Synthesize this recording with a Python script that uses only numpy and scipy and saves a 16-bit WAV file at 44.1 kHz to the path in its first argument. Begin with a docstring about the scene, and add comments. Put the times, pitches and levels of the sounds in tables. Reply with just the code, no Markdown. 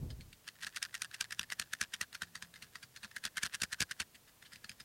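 """A low rumble opens the scene and soon stops; a steady thin hiss runs throughout and a faint hum swells now and then.
After a few small clatters of matches in their box, a hand shakes it about five times a second in a curtained room.
On each stroke they slide along the tray and land in a clatter of tiny clicks; the cardboard rings briefly and thuds.
The small room is heard more or less strongly as the box moves, and a few more small clatters end the scene.
The wood and box sounds are random clicks passed through short ringing tones; the rumble and hiss are shaped noise."""
import sys
import numpy as np
from scipy import signal
from scipy.fft import rfft, irfft
from scipy.io import wavfile
from scipy.ndimage import uniform_filter1d

SR = 44100
rng = np.random.default_rng(int(sys.argv[2]) if len(sys.argv) > 2 else 0)


def wav_record(signal):
    """Record a signal, one row per channel, as 16-bit PCM in the file named by sys.argv[1]."""
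    frames = np.transpose(np.atleast_2d(signal))
    bounded = np.clip(frames, -1, 1)
    # unit amplitude maps onto the largest positive 16-bit level
    quanta = np.round(bounded * 32767).astype(np.int16)
    wavfile.write(sys.argv[1], SR, quanta)


N = 213530
TIME = np.arange(N) / SR
ONE_MS = np.sqrt(SR / 1000)  # gives a sound of energy one the energy of 1 ms at full level
TYPICAL_DB = -26.5  # energy of a typical landing, as dB over 1 ms


def undb(db):
    """Decibels to gain."""
    return 10 ** (np.asarray(db) / 20)


def curve(rows, t=TIME, axis=1):
    """One column of a table, joined by straight lines in time."""
    rows = np.array(rows)
    return np.interp(t, rows[:, 0], rows[:, axis])


def unit(x):
    """The same sound with an energy of one."""
    return x / np.sqrt(np.sum(x ** 2) + 1e-20)


def chance(size=None):
    """Bell-shaped random numbers without extremes."""
    return np.clip(rng.standard_normal(size), -2, 2)


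def response(points, size=2048):
    """Short click of unit energy with the given (frequency [Hz], level [dB]) spectrum, strongest early on."""
    hz, db = np.transpose(points)
    bins = np.maximum(np.fft.rfftfreq(size, 1 / SR), 1)
    log_gain = np.log(undb(np.interp(np.log(bins), np.log(hz), db)))
    # folding the cepstrum makes the click start at once, with nothing before it
    cepstrum = irfft(log_gain)
    cepstrum[1:size // 2] *= 2
    cepstrum[size // 2 + 1:] = 0
    return unit(irfft(np.exp(rfft(cepstrum))))


def through(x, impulse):
    """Pass a sound through an impulse response."""
    return signal.fftconvolve(x, impulse)[:len(x)]


def noise(points):
    """Coloured noise with an rms near one."""
    return through(rng.standard_normal(N), response(points, size=8192))


def add(track, s, sound):
    """Mix a sound into a track at a time in seconds."""
    start = int(np.clip(s * SR, 0, N - 1))
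    track[start:start + len(sound)] += sound[:N - start]


# colour of the hiss and room tone: (frequency [Hz], level [dB])
HISS_COLOUR = [(20, 2), (50, 10.5), (110, 15), (200, 11.5), (350, 6), (600, 5), (1500, 1.5), (4000, 0.5),
               (15500, -1.5)]


def hiss(level_db=-65):
    """Steady hiss and room tone: shaped noise."""
    return noise(HISS_COLOUR) * undb(level_db)


# colour of the rumble: (frequency [Hz], level [dB])
RUMBLE_COLOUR = [(12, -28), (20, -5), (45, -3.5), (95, 2), (150, -4.5), (215, -14), (350, -22),
                 (600, -30.5), (900, -40), (2000, -55)]


def rumble(level_db=-39.5, hold_s=0.042, fade_db_per_s=80, end_s=0.382, release_s=0.03, flutter_db=3, size=900):
    """Low noise, made lumpy by a slow random level, that holds, fades and stops."""
    smooth = uniform_filter1d(uniform_filter1d(rng.standard_normal(N), size), size)
    lumps = unit(smooth) * np.sqrt(N)
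    fade_db = fade_db_per_s * np.maximum(TIME - hold_s, 0)
    level = undb(level_db - fade_db + flutter_db * np.tanh(lumps))
    return noise(RUMBLE_COLOUR) * level * np.clip((end_s - TIME) / release_s, 0, 1)


# faint swells of hum: (middle [s], length [s], frequency [Hz], level [dB])
HUMS = [(1.2, 1.0, 112.3, -73.5), (2.408, 0.76, 172.3, -70.5), (2.994, 0.64, 126.1, -75.5)]


def hum(waver=0.0027):
    """Pure low tones that swell and fade, their pitch wavering slightly."""
    drift = unit(uniform_filter1d(rng.standard_normal(N), size=3000)) * np.sqrt(N)
    phase = 2 * np.pi * np.cumsum(1 + waver * drift) / SR
    out = np.zeros(N)
    for s, length, hz, db in HUMS:
        swell = np.cos(np.pi * np.clip((TIME - s) / length, -.5, .5))
        out += np.sqrt(2) * np.sin(hz * phase) * undb(db) * swell
    return out


# room sound relative to direct sound, high when the box is held far off: (time [s], level [dB])
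DISTANCE = [(0.1, 1.5), (0.55, -18.5), (2.0, -19), (2.4, -8), (3.05, -10), (3.3, -20), (4.0, -27),
            (4.5, -8)]
# colour of the room: (frequency [Hz], level [dB])
ROOM_COLOUR = [(100, 3.5), (600, -4), (2000, -13.5), (4500, -7), (8000, -7.5), (15000, -27)]


def room(x, t60_s=0.069, first_s=0.00248, size=16384):
    """Dense reflections after a tiny gap: a short tail of fading noise, damped by curtains."""
    t = np.arange(size) / SR
    decay = undb(-60 * t / t60_s)  # t60 is the time to fall by 60 dB
    tail = through(rng.standard_normal(size) * decay * (t > first_s), response(ROOM_COLOUR))
    return through(x * undb(curve(DISTANCE)), unit(tail))


# how freely the matches slide, as a change in the level of sliding: (time [s], level [dB])
LOOSENESS = [(0.5, -1), (0.62, 3.5), (1.5, 2), (1.9, 0), (2.9, -6), (3.43, 8.5), (3.85, 5.5), (4.05, -4.5),
             (4.5, 5)]
# each kind of movement: (sliding at a typical landing [dB], thud offset [dB], pitch of the box [Hz])
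FORWARD_FEEL, BACK_FEEL, SMALL_FEEL = (-52.5, 0, 1718), (-50, -7, 1847), (-64, -1.5, 1910)


def strokes(slope=0.2):
    """Every movement: (middle of landing [s], sliding [dB], thud offset [dB], pitch of the box [Hz])."""
    rows = []
    for table, feel in ((FORWARD, FORWARD_FEEL), (BACK, BACK_FEEL), (SMALL_CLATTERS, SMALL_FEEL)):
        slide_db, thud_db, hz = feel
        for s, ms, db, *_ in table:
            # harder landings slide louder
            rows.append((s + ms / 2000, slide_db + slope * (db - TYPICAL_DB), thud_db, hz))
    rows = np.array(sorted(rows))
    rows[:, 1] += curve(LOOSENESS, rows[:, 0])
    return rows


def ring(modes, pitch=1, detune=.05, scatter_db=4, size=2048):
    """Fading tones (modes) that answer one tap; they shift with where the matches lie."""
    t = np.arange(size) / SR
    hz, t60, db = np.transpose(modes)[:, :, None]
    shift, strength = chance((2, len(hz), 1))
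    level = undb(db + scatter_db * strength - 60 * t / t60)
    tones = np.sin(2 * np.pi * pitch * hz * (1 + detune * shift) * t) * level
    # such small things radiate little below their lowest mode
    low_cut = signal.butter(3, .7 * pitch * hz.min(), "high", fs=SR, output="sos")
    return unit(signal.sosfilt(low_cut, tones.sum(axis=0)))


# modes of the cardboard box: (multiple of its pitch, time to fall 60 dB [s], level [dB])
BOX_MODES = [(.87, 0.0096, -24), (0.97, 0.022, 7), (1.07, 0.01, 1.5), (1.68, 0.0021, -3)]


def box_ring(s):
    """The cardboard's ring; its pitch depends on which end of the tray is struck."""
    return ring(BOX_MODES, curve(strokes(), s, axis=3), detune=0.048, scatter_db=12)


# spectrum of a dry wooden contact: (frequency [Hz], level [dB])
WOOD = [(100, -61), (400, -23), (700, -9.5), (1050, -15.5), (1500, 6), (2300, 4.5), (2900, 4), (3900, 3.5),
        (5200, -11.5), (6500, -0.5), (10000, -14.5), (16000, -34)]
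# modes of the matchsticks: (frequency [Hz], time to fall 60 dB [s], level [dB])
STICK_MODES = [(2410, 0.013, -4.5), (2755, 0.012, 5), (3170, 0.006, -8.5), (3580, 0.025, -6),
               (4200, 0.0083, 5), (4690, 0.0076, 13), (5600, 0.015, -3.5), (8310, 0.0044, 4)]


def stick_knock(modes_db=-2):
    """A dry wooden knock, coloured by the sticks that happen to be hit."""
    return unit(response(WOOD) + undb(modes_db) * ring(STICK_MODES, detune=0.086, scatter_db=3))


# spectrum of stick meeting stick: (frequency [Hz], level [dB])
TICK = [(1000, -12.5), (4000, -26), (5700, 15.5), (7200, 8.5), (8900, 8), (10500, 1), (12000, -2),
        (13500, -18), (16000, -12)]


def bright_tick():
    """The bright tick of stick meeting stick."""
    return response(TICK)


def tap(s, ring_db, tick_db):
    """One contact: a wooden knock with some ring of the box and some bright tick."""
    return unit(stick_knock() + undb(ring_db) * box_ring(s) + undb(tick_db) * bright_tick())


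# spectrum of the thud: (frequency [Hz], level [dB])
THUD = [(20, -43), (45, -2.5), (85, 6), (125, 7.5), (210, 1), (330, -5.5), (600, -10), (1500, -34)]
# level of the thud relative to the clacks: (time [s], level [dB])
THUD_LEVEL = [(0.65, -17), (0.85, -30.5), (1.4, -18), (2.2, -17.5), (3.3, -17), (3.8, -10), (4.05, -16.5)]


def thuds(bunches, lag_s=0.0016, gain_db=-0.5):
    """The weight of the matches pushes the whole box wall, making a low thump."""
    pushes, moves = np.zeros(N), strokes()
    for s, ms, db, _, _ in bunches:
        middle = s + ms / 2000
        push_db = db + curve(THUD_LEVEL, s) + curve(moves, s, axis=2) + gain_db
        add(pushes, middle + lag_s, ONE_MS * undb(push_db) * rng.choice([-1, 1], 1))
    return through(pushes, response(THUD, size=8192))


def loose_sticks(start_s=0.44, end_s=4.05, level_db=-58, scatter_db=1.0, ring_db=2, tick_db=-8, count=100):
    """During the shaking, single sticks tap the tray at random, the louder the more freely they move."""
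    out = np.zeros(N)
    for s in rng.uniform(start_s, end_s, count):
        tap_db = level_db + curve(LOOSENESS, s) + scatter_db * chance()
        add(out, s, tap(s, ring_db, tick_db) * ONE_MS * undb(tap_db))
    return out


def stray_matches(spread_s=.016, lag_s=0.0062, level_db=5, fade_db=7, scatter_db=3, ring_db=-1, tick_db=-3, count=6):
    """Single matches tumble ahead of the rest or bounce after them, weaker the further from the crowd."""
    out = np.zeros(N)
    for s, slide_db, _, _ in strokes():
        for when, force, hollow, bright in chance((count, 4)):
            sound = tap(s, ring_db + scatter_db * hollow, tick_db + scatter_db * bright)
            tap_db = slide_db + level_db + scatter_db * force - fade_db * abs(when)
            add(out, s + lag_s + spread_s * when, sound * ONE_MS * undb(tap_db))
    return out


def sliding(rise_s=0.0093, fall_s=0.0074, grains_per_s=1900, scatter_db=6.0, ring_db=-2, tick_db=-3,
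            gain_db=1, scrape_db=-13, scrape_s=0.016, size=8192):
    """Fine grains of friction swell as the matches start to slide and die away as they settle."""
    out = np.zeros(N)
    t = (np.arange(size) - size // 2) / SR
    motion = np.exp(np.minimum(t / rise_s, -t / fall_s))
    for s, db, _, _ in strokes():
        grains = (rng.random(size) < grains_per_s / SR) * undb(scatter_db * chance(size))
        grains = unit(grains * rng.choice([-1, 1], size)) * np.sqrt(size)
        slide = through(grains * motion, tap(s, ring_db, tick_db))
        # slow, soft rubbing on the tray lasts longer and sounds only the box
        scrape = through(grains * np.exp(-np.abs(t) / scrape_s), box_ring(s)) * undb(scrape_db)
        add(out, s + t[0], (slide + scrape) * undb(db + gain_db))
    return out


def bounces(s, db, count=3, gap_s=0.0055, jitter_s=0.00064, loss_db=8):
    """Loose sticks hop on the tray, each hop weaker, shorter and hollower; the lightest hops lose the least."""
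    typical_ms, typical_ring_db, typical_tick_db = 1.8, 3, 1  # for a bounce as strong as a typical landing
    doubling_db = 9.5  # a bounce this much stronger involves more sticks and lasts twice as long
    hollow_slope = 0.6  # softer bounces sound more of the box [dB per dB]
    rows = []
    for jitter in chance(count):
        force_db = db - TYPICAL_DB
        bulk = 2 ** (force_db / doubling_db)
        rows.append((s, typical_ms * bulk, db, typical_ring_db - hollow_slope * force_db, typical_tick_db))
        s += gap_s + jitter_s * jitter
        db -= loss_db * np.sqrt(bulk)
    return rows


# forward strokes throw the matches hard at the end of the tray; the pile falls back, then loose sticks bounce:
# (time [s], length of landing [ms], energy over 1 ms [dB], ring of the box [dB],
#  fall-back after [ms], its energy [dB], first bounce after [ms], its energy [dB])
FORWARD = [(0.6668, 5.4, -31, 9, 5.6, -52, 13, -49), (0.826, 4.5, -24, -2, 8.5, -36, 24.6, -34.5),
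           (1.0187, 4.55, -25, 3, 12, -56, 27.3, -35), (1.2083, 4.8, -22, 6.5, 13, -36.5, 34.4, -38.5),
           (1.3935, 2.87, -23, 6, 17, -36, 37, -37.5), (1.5961, 3.7, -23.5, -25, 22.6, -34, 18.5, -36.5),
           (1.8114, 4.8, -21, 8.5, 12.4, -31, 25.6, -36), (2.0114, 3.7, -23, 10.5, 9.9, -36, 19.6, -39.5),
           (2.2191, 5.9, -26.5, 15, 11, -35.5, 16, -52), (2.4233, 3.07, -34, 8, 6.5, -50, 19, -53),
           (2.623, 5.3, -38, -13, 9.6, -48, 15, -55), (2.8276, 9.8, -39.5, 6.5, 5.8, -47, 17, -71),
           (3.03, 5.1, -40.5, 6, 6, -38, 16, -37), (3.2512, 3.64, -25.5, 7, 9.3, -32, 21.5, -39.5),
           (3.431, 6.5, -22, 6, 21.2, -29, 31.3, -30), (3.6174, 4.5, -23.5, 0, 14, -23, 22, -33.5),
           (3.8041, 4.25, -21.5, -31, 10.8, -22.5, 19.6, -25),
           (3.9995, 7.2, -24.5, 3.5, 6.9, -31, 17.7, -32.5)]
# back strokes are gentler, and the matches arrive in two bunches:
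# (time [s], length of landing [ms], energy over 1 ms [dB], ring of the box [dB],
#  lag of the smaller bunch, ahead if negative [ms], its energy [dB])
BACK = [(0.4777, 3.8, -36, 3, 9, -36.5), (0.6297, 7.3, -34, 7, -6, -40), (0.761, 4, -30.5, -23, 9.5, -30),
        (0.948, 6.5, -30.5, 3, -6, -33), (1.141, 8.6, -34, -14, -29.5, -43),
        (1.3217, 6.7, -29, 10.5, -14.5, -35.5), (1.5198, 4.4, -26.5, 14.5, -18.5, -35),
        (1.7336, 3.3, -25, 11, -5, -44), (1.9365, 7.1, -27.5, 5, 7.5, -35),
        (2.146, 10.5, -32.5, 9.5, -17.5, -41.5), (2.3546, 2.4, -34, 10, 13, -60),
        (2.5575, 4.9, -47.5, 5, -18.5, -44.5), (2.755, 2.3, -35.5, 16, 2.5, -48),
        (2.9615, 3.7, -40.5, -17, 10.5, -44.5), (3.167, 2.7, -30.5, 22, -4.5, -34.5),
        (3.3771, 5.8, -27.5, 13, -7, -27.5), (3.5433, 4.4, -28.5, 10.5, -6.5, -37),
        (3.7263, 6, -27, 7, -2, -46), (3.9102, 5.6, -29, 7.5, 8, -37)]
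# smaller clatters of matches, before, between and after the strokes:
# (time [s], length [ms], energy over 1 ms [dB], ring of the box [dB])
SMALL_CLATTERS = [(0.1027, 2.5, -46.5, -4), (0.2085, 1.86, -46.5, -47), (0.3283, 5, -45, -32),
                  (0.613, 2.4, -46, 3), (0.646, 1.5, -33.5, -2), (0.7773, 4.1, -42, 11),
                  (3.1129, 3.4, -45, 10), (3.2386, 7, -32, 4), (4.146, 20, -44, 0), (4.275, 21.5, -51.5, 2),
                  (4.424, 5.2, -45.5, 8), (4.448, 29, -46, 9), (4.519, 19, -43, 9), (4.5328, 2.9, -42.5, 5),
                  (4.5584, 1.55, -44.5, -25), (4.643, 4.3, -37.5, 9), (4.6932, 3.8, -35, -9.5),
                  (4.716, 1.6, -45, -19.5), (4.7993, 8.3, -39.5, -8)]


def landings(fall_back_ms=7.1, small_bunch_ms=3.06, second_ring_db=6, tick_offset_db=-1.5, tick_slope=0.31):
    """Every bunch that hits the box: (time [s], length [ms], energy [dB], ring of the box [dB], tick [dB])."""
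    clatter_tick_db, bunch_tick_db = -2.5, -3  # small clatters and smaller bunches tick less
    rows = [(s, ms, db, ring_db, 0) for s, ms, db, ring_db, *_ in FORWARD + BACK]
    rows += [(s, ms, db, ring_db, clatter_tick_db) for s, ms, db, ring_db in SMALL_CLATTERS]
    for s, _, _, _, fall_ms, fall_db, bounce_ms, bounce_db in FORWARD:
        rows.append((s + fall_ms / 1000, fall_back_ms, fall_db, second_ring_db, bunch_tick_db))
        rows += bounces(s + bounce_ms / 1000, bounce_db)
    for s, *_, lag_ms, db in BACK:
        rows.append((s + lag_ms / 1000, small_bunch_ms, db, second_ring_db, bunch_tick_db))
    # harder landings tick brighter
    return [(s, ms, db, ring_db, tick_db + tick_offset_db + tick_slope * (db - TYPICAL_DB))
            for s, ms, db, ring_db, tick_db in rows]


def cluster(ms, clicks_per_ms=6, scatter_db=4, fringe_db=-13, lead=0.69, trail=1.0, size=2048):
    """Sticks landing in a tight bunch that begins mid-buffer, with a few weaker ones ahead and behind."""
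    t_ms = (np.arange(size) - size // 2) * 1000 / SR
    place = t_ms / max(ms, .3)  # 0 at the start of the bunch, 1 at its end
    bunch = np.maximum(4 * place * (1 - place), 0) ** .2
    outside = np.minimum(np.minimum(place / lead, (1 - place) / trail), 0)
    fringe = undb(fringe_db) * np.exp(outside)
    lands = rng.random(size) < clicks_per_ms * 1000 / SR
    force = undb(scatter_db * chance(size)) * rng.choice([-1, 1], size)
    return lands * force * np.maximum(bunch, fringe)


def clacks(bunches, ring_gain_db=-10.5, tick_gain_db=-0.9):
    """Each cluster knocks the wood, rings the box and, where stick meets stick, ticks brightly."""
    out = np.zeros(N)
    for s, ms, db, ring_db, tick_db in bunches:
        hits = cluster(ms)
        sound = unit(through(hits, stick_knock()))
        sound = sound + undb(ring_db + ring_gain_db) * unit(through(hits, box_ring(s)))
        sound = sound + undb(tick_db + tick_gain_db) * unit(through(hits, bright_tick()))
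        add(out, s - len(hits) / 2 / SR, unit(sound) * ONE_MS * undb(db))
    return out


def scene():
    """The rattling box in its room, over the hiss, rumble and hum."""
    background = hiss() + rumble() + hum()
    bunches = landings()
    box = thuds(bunches) + loose_sticks() + stray_matches() + sliding() + clacks(bunches)
    return (background + room(box) + box)[None]


def record(dry, top_hz=15900):
    """The recorder cuts the top of the treble with a steep filter."""
    return signal.sosfilt(signal.ellip(10, .2, 70, top_hz, fs=SR, output="sos"), dry)


dry = scene()
out = record(dry)
wav_record(out)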